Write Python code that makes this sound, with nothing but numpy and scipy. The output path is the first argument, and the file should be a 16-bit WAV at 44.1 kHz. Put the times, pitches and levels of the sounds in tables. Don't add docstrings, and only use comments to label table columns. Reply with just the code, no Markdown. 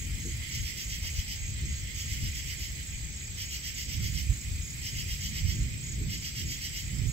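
import sys
import numpy as np
from scipy import signal
from scipy.fft import rfft, irfft, next_fast_len
from scipy.io import wavfile
from scipy.ndimage import uniform_filter1d, map_coordinates

SR = 44100
rng = np.random.default_rng(int(sys.argv[2]) if len(sys.argv) > 2 else 0)


def to_wav(s):
    ch = np.atleast_2d(s).T
    pcm = np.round(np.clip(ch, -1, 1) * 32767)
    wavfile.write(sys.argv[1], SR, pcm.astype(np.int16))


N = 313992


def amp(db):
    return 10 ** (np.asarray(db) / 20)


def stereo(left_db, right_db):
    return amp([[left_db], [right_db]])


def ports(lean_db):
    return stereo(lean_db / 2, -lean_db / 2)


def unit(x):
    return x / np.sqrt(np.mean(x ** 2, axis=-1, keepdims=True) + 1e-20)


def clock():
    return np.arange(N) / SR


def noise(channels=2):
    return rng.standard_normal((channels, N))


def wobble(knots_per_s):
    return map_coordinates(rng.standard_normal(4096), [clock() * knots_per_s + 2], mode="wrap")


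def filtered(x, response):
    size = next_fast_len(N + SR // 2)
    hz = np.fft.rfftfreq(size, 1 / SR)
    return irfft(rfft(x, size) * response(hz), size)[..., :N]


def coloured(x, spectrum):
    knot_hz, knot_db = np.transpose(spectrum)
    return unit(filtered(x, lambda hz: amp(np.interp(np.log(hz + 1), np.log(knot_hz), knot_db))))


def repeats(bouts, period_s, scatter_db):
    calls = []
    for first, last, db in bouts:
        count = round((last - first) / period_s) + 1
        calls += [(s, db + scatter_db * rng.standard_normal()) for s in np.linspace(first, last, count)]
    return calls


def sway(count):
    weights = np.array([wobble(5) for _ in range(count)])
    return weights / np.linalg.norm(weights, axis=0)


def trees(x, scatter_share, t60_s, left_lag_s=0):
    t = np.arange(SR // 3) / SR
    decay = amp(-60 * t / t60_s)

    def echo():
        tail = rng.standard_normal((2, len(t))) * decay
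        return unit(signal.fftconvolve(x[None], tail, axes=1)[:, :N])

    scatter = unit(sum(weight * echo() for weight in sway(count=4)))
    side = np.array([[1], [-1]])
    direct = unit(filtered(x, lambda hz: np.exp(-1j * np.pi * hz * left_lag_s * side)))
    share = np.clip(scatter_share, 0, 1)
    return unit(np.sqrt(1 - share) * direct + np.sqrt(share) * scatter)


# time from the stroke's centre in s, pressure in dB.
STROKE_SHAPE = [(-.075, -40), (-.055, -11.5), (-.028, 0.5), (0, 3.5), (.025, -0.5), (.035, -13),
                (.055, -40)]


def rasp(strokes, teeth_hz, click_share):
    offset_s, shape_db = np.transpose(STROKE_SHAPE)
    pressure = np.zeros(N)
    for s, db in strokes:
        pressure += amp(db) * np.interp(clock() - s, offset_s, amp(shape_db), left=0, right=0)
    teeth_passed = np.cumsum(teeth_hz * amp(3 * wobble(300))) / SR
    clicks = unit(np.diff(np.floor(teeth_passed), prepend=0))
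    share = np.clip(click_share, 0, 1)
    return pressure * (np.sqrt(share) * clicks + np.sqrt(1 - share) * rng.standard_normal(N))


# first stroke in s, last stroke in s, relative level in dB.
PHRASES = [(.552, 1.316, -1.85), (2.0, 2.633, -3), (3.42, 4.183, -1), (4.87, 5.503, -1.4),
           (6.138, 6.778, -1.1)]
# frequency in Hz, relative density in dB per Hz.
WING_LEFT = [(1200, -35), (1750, -17.5), (2130, -24), (2600, -6), (3000, 0), (3400, -20.5), (3800, -9),
             (4300, -9), (4780, -3), (5100, -0.5), (5450, -6.5), (6300, -5.5), (7200, -17), (9700, -33),
             (12200, -24), (15500, -13.5)]
WING_RIGHT = [(1200, -30.5), (1750, -14), (2100, 3.5), (2550, -9.5), (3250, 2), (3700, -14), (4300, -9.5),
              (4850, 1), (5080, -4), (5350, 3), (6200, -4.5), (7200, -23), (9700, -30), (11400, -11),
              (15500, -11.5)]


def katydid(left_db=-44, right_db=-42):
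    strokes = repeats(PHRASES, period_s=.127, scatter_db=0.1)
    dry_rasp = rasp(strokes, teeth_hz=700, click_share=0.3)
    left, right = trees(dry_rasp, scatter_share=0.41, t60_s=0.26, left_lag_s=0.0002906)
    return np.array([amp(left_db) * coloured(left, WING_LEFT), amp(right_db) * coloured(right, WING_RIGHT)])


def syllables(turns, pitch_hz, duty, arch_hz, waver_hz):
    closure = np.clip(turns % 1 / np.clip(duty, .2, 1), 0, 1)
    speed = np.sin(np.pi * closure)
    hz = pitch_hz + arch_hz * (speed - 1) + waver_hz * wobble(180)
    return speed * np.sin(2 * np.pi * np.cumsum(hz) / SR)


def chirps(bouts, length_s, pitch_hz, syllables_per_s, arch_hz, waver_hz):
    start_s, db = np.transpose(repeats(bouts, period_s=.303, scatter_db=.5))
    which = np.maximum(np.searchsorted(start_s, clock()) - 1, 0)
    age_s = clock() - start_s[which]
    gate = np.clip((length_s - age_s) / 0.012, 0, 1) * amp(db[which])
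    return gate * syllables(age_s * syllables_per_s, pitch_hz, 0.93, arch_hz, waver_hz)


# first chirp in s, last chirp in s, relative level in dB.
HIGH_BOUTS = [(-.066, 2.575, -3), (2.868, 5.198, -1.5), (5.518, 7.7, 0)]
LOW_BOUTS = [(-.1, 1.94, -1), (2.07, 6.1, -6), (4.85, 5, 1)]


def chirping_crickets(high_db=-53.2, low_db=-55.8):
    high = chirps(HIGH_BOUTS, length_s=0.128, pitch_hz=6782, syllables_per_s=37.5, arch_hz=90, waver_hz=28)
    low = chirps(LOW_BOUTS, length_s=0.16, pitch_hz=6550, syllables_per_s=34.8, arch_hz=260, waver_hz=70)
    high = trees(high, scatter_share=.07, t60_s=.18, left_lag_s=.00002)
    low = trees(low, scatter_share=.25, t60_s=.2, left_lag_s=.00003)
    return amp(high_db) * ports(-.5) * high + amp(low_db) * ports(-4) * low


def near_trill(syllables_per_s=27.2, left_db=-47.5, right_db=-52):
    turns = syllables_per_s * clock() + .05 * wobble(1.87) - .78
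    song = amp(0.5 * wobble(18)) * syllables(turns, pitch_hz=7865, duty=.55, arch_hz=280, waver_hz=20)
    return stereo(left_db, right_db) * trees(song, scatter_share=0.2, t60_s=0.21, left_lag_s=-0.000038)


# start in s, end in s, level in dB before the port gains.
BUZZ_SPELLS = [(-.3, 1.36, -50), (1.85, 3.03, -49.5), (3.9, 5.5, -51), (6.25, 7.3, -52.5)]
# frequency in Hz, relative density in dB per Hz.
BUZZ = [(8500, -13), (9800, 2), (10800, -0.5), (11500, 5), (12400, -12), (15500, 2)]


def high_buzz(left_db=-7, right_db=0, flutter_hz=15, flutter_db=1.9, fade_s=0.23):
    spells = np.zeros(N)
    for start, end, db in BUZZ_SPELLS:
        edge_s = np.minimum(clock() - start, end - clock())
        spells += amp(db) * np.clip(edge_s / fade_s, 0, 1)
    wingbeat = np.sin(2 * np.pi * (flutter_hz * clock() + 0.63 * wobble(3.1)))
    grain = amp(0.66 * wobble(250) + flutter_db * wingbeat)
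    return spells * stereo(left_db, right_db) * coloured(grain * noise(), BUZZ)


# frequency in Hz, relative density in dB per Hz.
FAR_WING = [(1000, -39), (1650, -9), (2080, 12.5), (2450, -7), (2750, 1.5), (3150, 7), (3800, -6),
            (5200, -2.5), (6100, -13), (9500, -14), (15500, -18)]


def far_katydids(strokes_per_s=7.6, left_db=-54.0, right_db=-46.5, pulse_db=2, drift_db=3.7):
    turns = np.cumsum(strokes_per_s * amp(1.22 * wobble(3.09))) / SR
    unrest_db = 1.2 * np.array([wobble(22), wobble(22)])
    throb = amp(pulse_db * np.sin(2 * np.pi * turns) + unrest_db + drift_db * wobble(2.04))
    return stereo(left_db, right_db) * coloured(throb * noise(), FAR_WING)


# frequency in Hz, relative density in dB per Hz.
TRILL_BAND = [(6000, -33), (6450, -1.5), (6750, -9), (6980, -7), (7150, -7.5), (7400, 2), (7750, -1),
              (8000, -3.5), (8200, -9), (8500, -17), (9000, -56)]


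def far_trills(left_db=-52, right_db=-44.0, pulse_db=-1.0):
    turns = np.array([27.3 * clock() + .3 * wobble(3), 54 * clock() + .4 * wobble(5)])
    beat = amp(pulse_db * np.sin(2 * np.pi * turns) + 1.14 * wobble(45))
    return stereo(left_db, right_db) * coloured(beat * noise(), TRILL_BAND)


# frequency in Hz, relative density in dB per Hz.
CHORUS = [(500, -12), (950, -13.5), (1500, -6.5), (1800, 0.5), (2100, 3), (2450, 11), (2750, -1.5),
          (3100, 0), (3800, 1), (5200, 3), (6000, 1), (9500, -28), (11400, -10), (15500, -7)]


def chorus(left_db=-48, right_db=-45.5, patchy_db=2.5):
    bins = signal.stft(noise(), nperseg=512)[2]
    patches = uniform_filter1d(rng.standard_normal(bins.shape), size=6, axis=1)
    patches = uniform_filter1d(patches, size=10, axis=2)
    voices = signal.istft(bins * amp(patchy_db * unit(patches)), nperseg=512)[1][:, :N]
    return stereo(left_db, right_db) * coloured(voices, CHORUS)


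def turbulence(spectrum, side_db):
    mid, side = coloured(noise(), spectrum)
    mid = mid / np.sqrt(np.abs(uniform_filter1d(mid ** 2, size=5000)) + 0.023)
    return np.array([mid + amp(side_db) * side, mid - amp(side_db) * side])


# time in s, buffet in dB, flutter in dB, both before the breeze gains.
WIND = [(0.0, -53, -47), (0.69, -46, -46), (1.49, -34, -50.5), (1.66, -37, -45), (3.51, -40.5, -51),
        (4.06, -38.5, -45), (4.62, -41.5, -45), (5.43, -35.5, -42), (5.93, -46, -37.5), (6.7, -39.5, -50),
        (6.9, -34.5, -43.5), (7.12, -50, -50)]
# peak time in s, gaussian width (sigma) in s, buffet in dB, flutter in dB,
# left minus right in dB.
GUSTS = [(0.107, 0.11, -34.5, -45, 3), (0.343, 0.067, -33.5, -46, 1), (0.602, 0.048, -32.5, -43.5, 2),
         (1.0, 0.091, -34.5, -47, 0.5), (1.19, 0.024, -33, -57, 2), (1.5, .035, -37, -46.5, 6),
         (1.682, 0.062, -33, -39.5, 0), (1.968, 0.015, -31.5, -57, -4), (2.224, 0.11, -35.5, -44.5, 1),
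         (3.04, 0.1, -40, -50, 6), (4.08, 0.14, -33, -42, -8.5), (4.307, 0.018, -26, -40.5, -7),
         (4.554, 0.065, -35.5, -48, 5), (5.313, 0.026, -35, -47, -11), (5.469, .035, -29.5, -44, -10),
         (5.617, 0.053, -32.5, -38, -3), (6.044, 0.11, -35.5, -38.5, -3), (6.45, .05, -39, -37.5, -0.5),
         (7.028, 0.073, -31.5, -35, -11)]
# frequency in Hz, relative density in dB per Hz.
BUFFET = [(15, -20), (28, -17), (42, -2), (68, 1.5), (100, -4), (135, -13.5), (200, -33), (400, -68)]
FLUTTER = [(60, -20), (100, -5), (135, 2), (190, -8), (280, -17.5), (400, -29), (600, -43), (1000, -70),
           (3000, -92)]


def wind(breeze_buffet_db=-1.5, breeze_flutter_db=-2, breeze_lean_db=1.5, eddies_per_s=16, eddy_db=2):
    s, buffet_db, flutter_db = np.transpose(WIND)
    breeze = ports(breeze_lean_db)
    buffet = amp(np.interp(clock(), s, buffet_db) + breeze_buffet_db) * breeze
    flutter = amp(np.interp(clock(), s, flutter_db) + breeze_flutter_db) * breeze
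    for peak_s, sigma_s, push_db, flap_db, lean_db in GUSTS:
        swell = np.exp(-.5 * ((clock() - peak_s) / sigma_s) ** 2) * ports(lean_db)
        buffet = np.hypot(buffet, amp(push_db) * swell)
        flutter = np.hypot(flutter, amp(flap_db) * swell)
    buffet_eddies = unit(amp(eddy_db * wobble(eddies_per_s)))
    flutter_eddies = unit(amp(eddy_db * wobble(eddies_per_s)))
    low = buffet * buffet_eddies * turbulence(BUFFET, side_db=-10.0)
    return low + flutter * flutter_eddies * turbulence(FLUTTER, side_db=-8.0)


# start in s, level in dB, pitch ratio.
THUDS = [(.245, -28.5, 1), (1.62, -36.5, .9), (5.624, -33.5, 0.77), (5.999, -30, .93)]
# frequency in Hz at ratio 1, relative level in dB, t60 in s.
THUD = [(125, 0, .15), (236.5, -2, 0.15), (340, -3, 0.18), (446, -8, 0.15)]
# centre in s, level in dB.
TICKS = [(.41, -64), (1.045, -61)]
# frequency in Hz, relative density in dB per Hz.
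TICK_COLOUR = [(200, -12), (600, 7), (1400, 4), (3000, -17), (8000, -30)]


def small_knocks(rise_s=0.026, tick_width_s=0.036):
    thuds = np.zeros(N)
    for s, level_db, ratio in THUDS:
        age_s = np.maximum(clock() - s, 0)
        ring = np.zeros(N)
        for hz, db, t60_s in THUD:
            phase = 2 * np.pi * ratio * hz * age_s + 1.25 * wobble(60)
            ring += amp(db - 60 * age_s / t60_s) * np.sin(phase)
        thuds += amp(level_db) * (1 - np.exp(-age_s / rise_s)) * ring
    touch = sum(amp(db) * np.exp(-((clock() - s) / tick_width_s) ** 2) for s, db in TICKS)
    return thuds + touch * coloured(noise(), TICK_COLOUR)


# frequency in Hz, relative density in dB per Hz.
AIR = [(20, 1), (100, -0.5), (250, -4), (400, -12), (600, -18.5), (1000, -33), (3000, -64)]
# frequency in Hz, level in dB before its random drift.
WHINE = [(819, -85), (1286, -84.5)]


def night_air(rumble_db=-55):
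    whine = np.zeros(N)
    for hz, db in WHINE:
        tone = unit(np.sin(2 * np.pi * hz * clock() + wobble(6)))
        whine += amp(db + 4.5 * wobble(2.92)) * tone
    return amp(rumble_db) * turbulence(AIR, side_db=-6.5) + whine


def scene():
    katydids = katydid() + far_katydids() + high_buzz()
    crickets = chirping_crickets() + near_trill() + far_trills()
    return katydids + crickets + chorus() + wind() + night_air() + small_knocks()


def record(dry, notch_hz=8700, width_hz=520, depth_db=-17, top_hz=15750):
    def response(hz):
        notch_db = depth_db * np.exp(-((hz - notch_hz) / width_hz) ** 2)
        return amp(notch_db) * (hz < top_hz)

    return filtered(dry, response)


dry = scene()
out = record(dry)
to_wav(out)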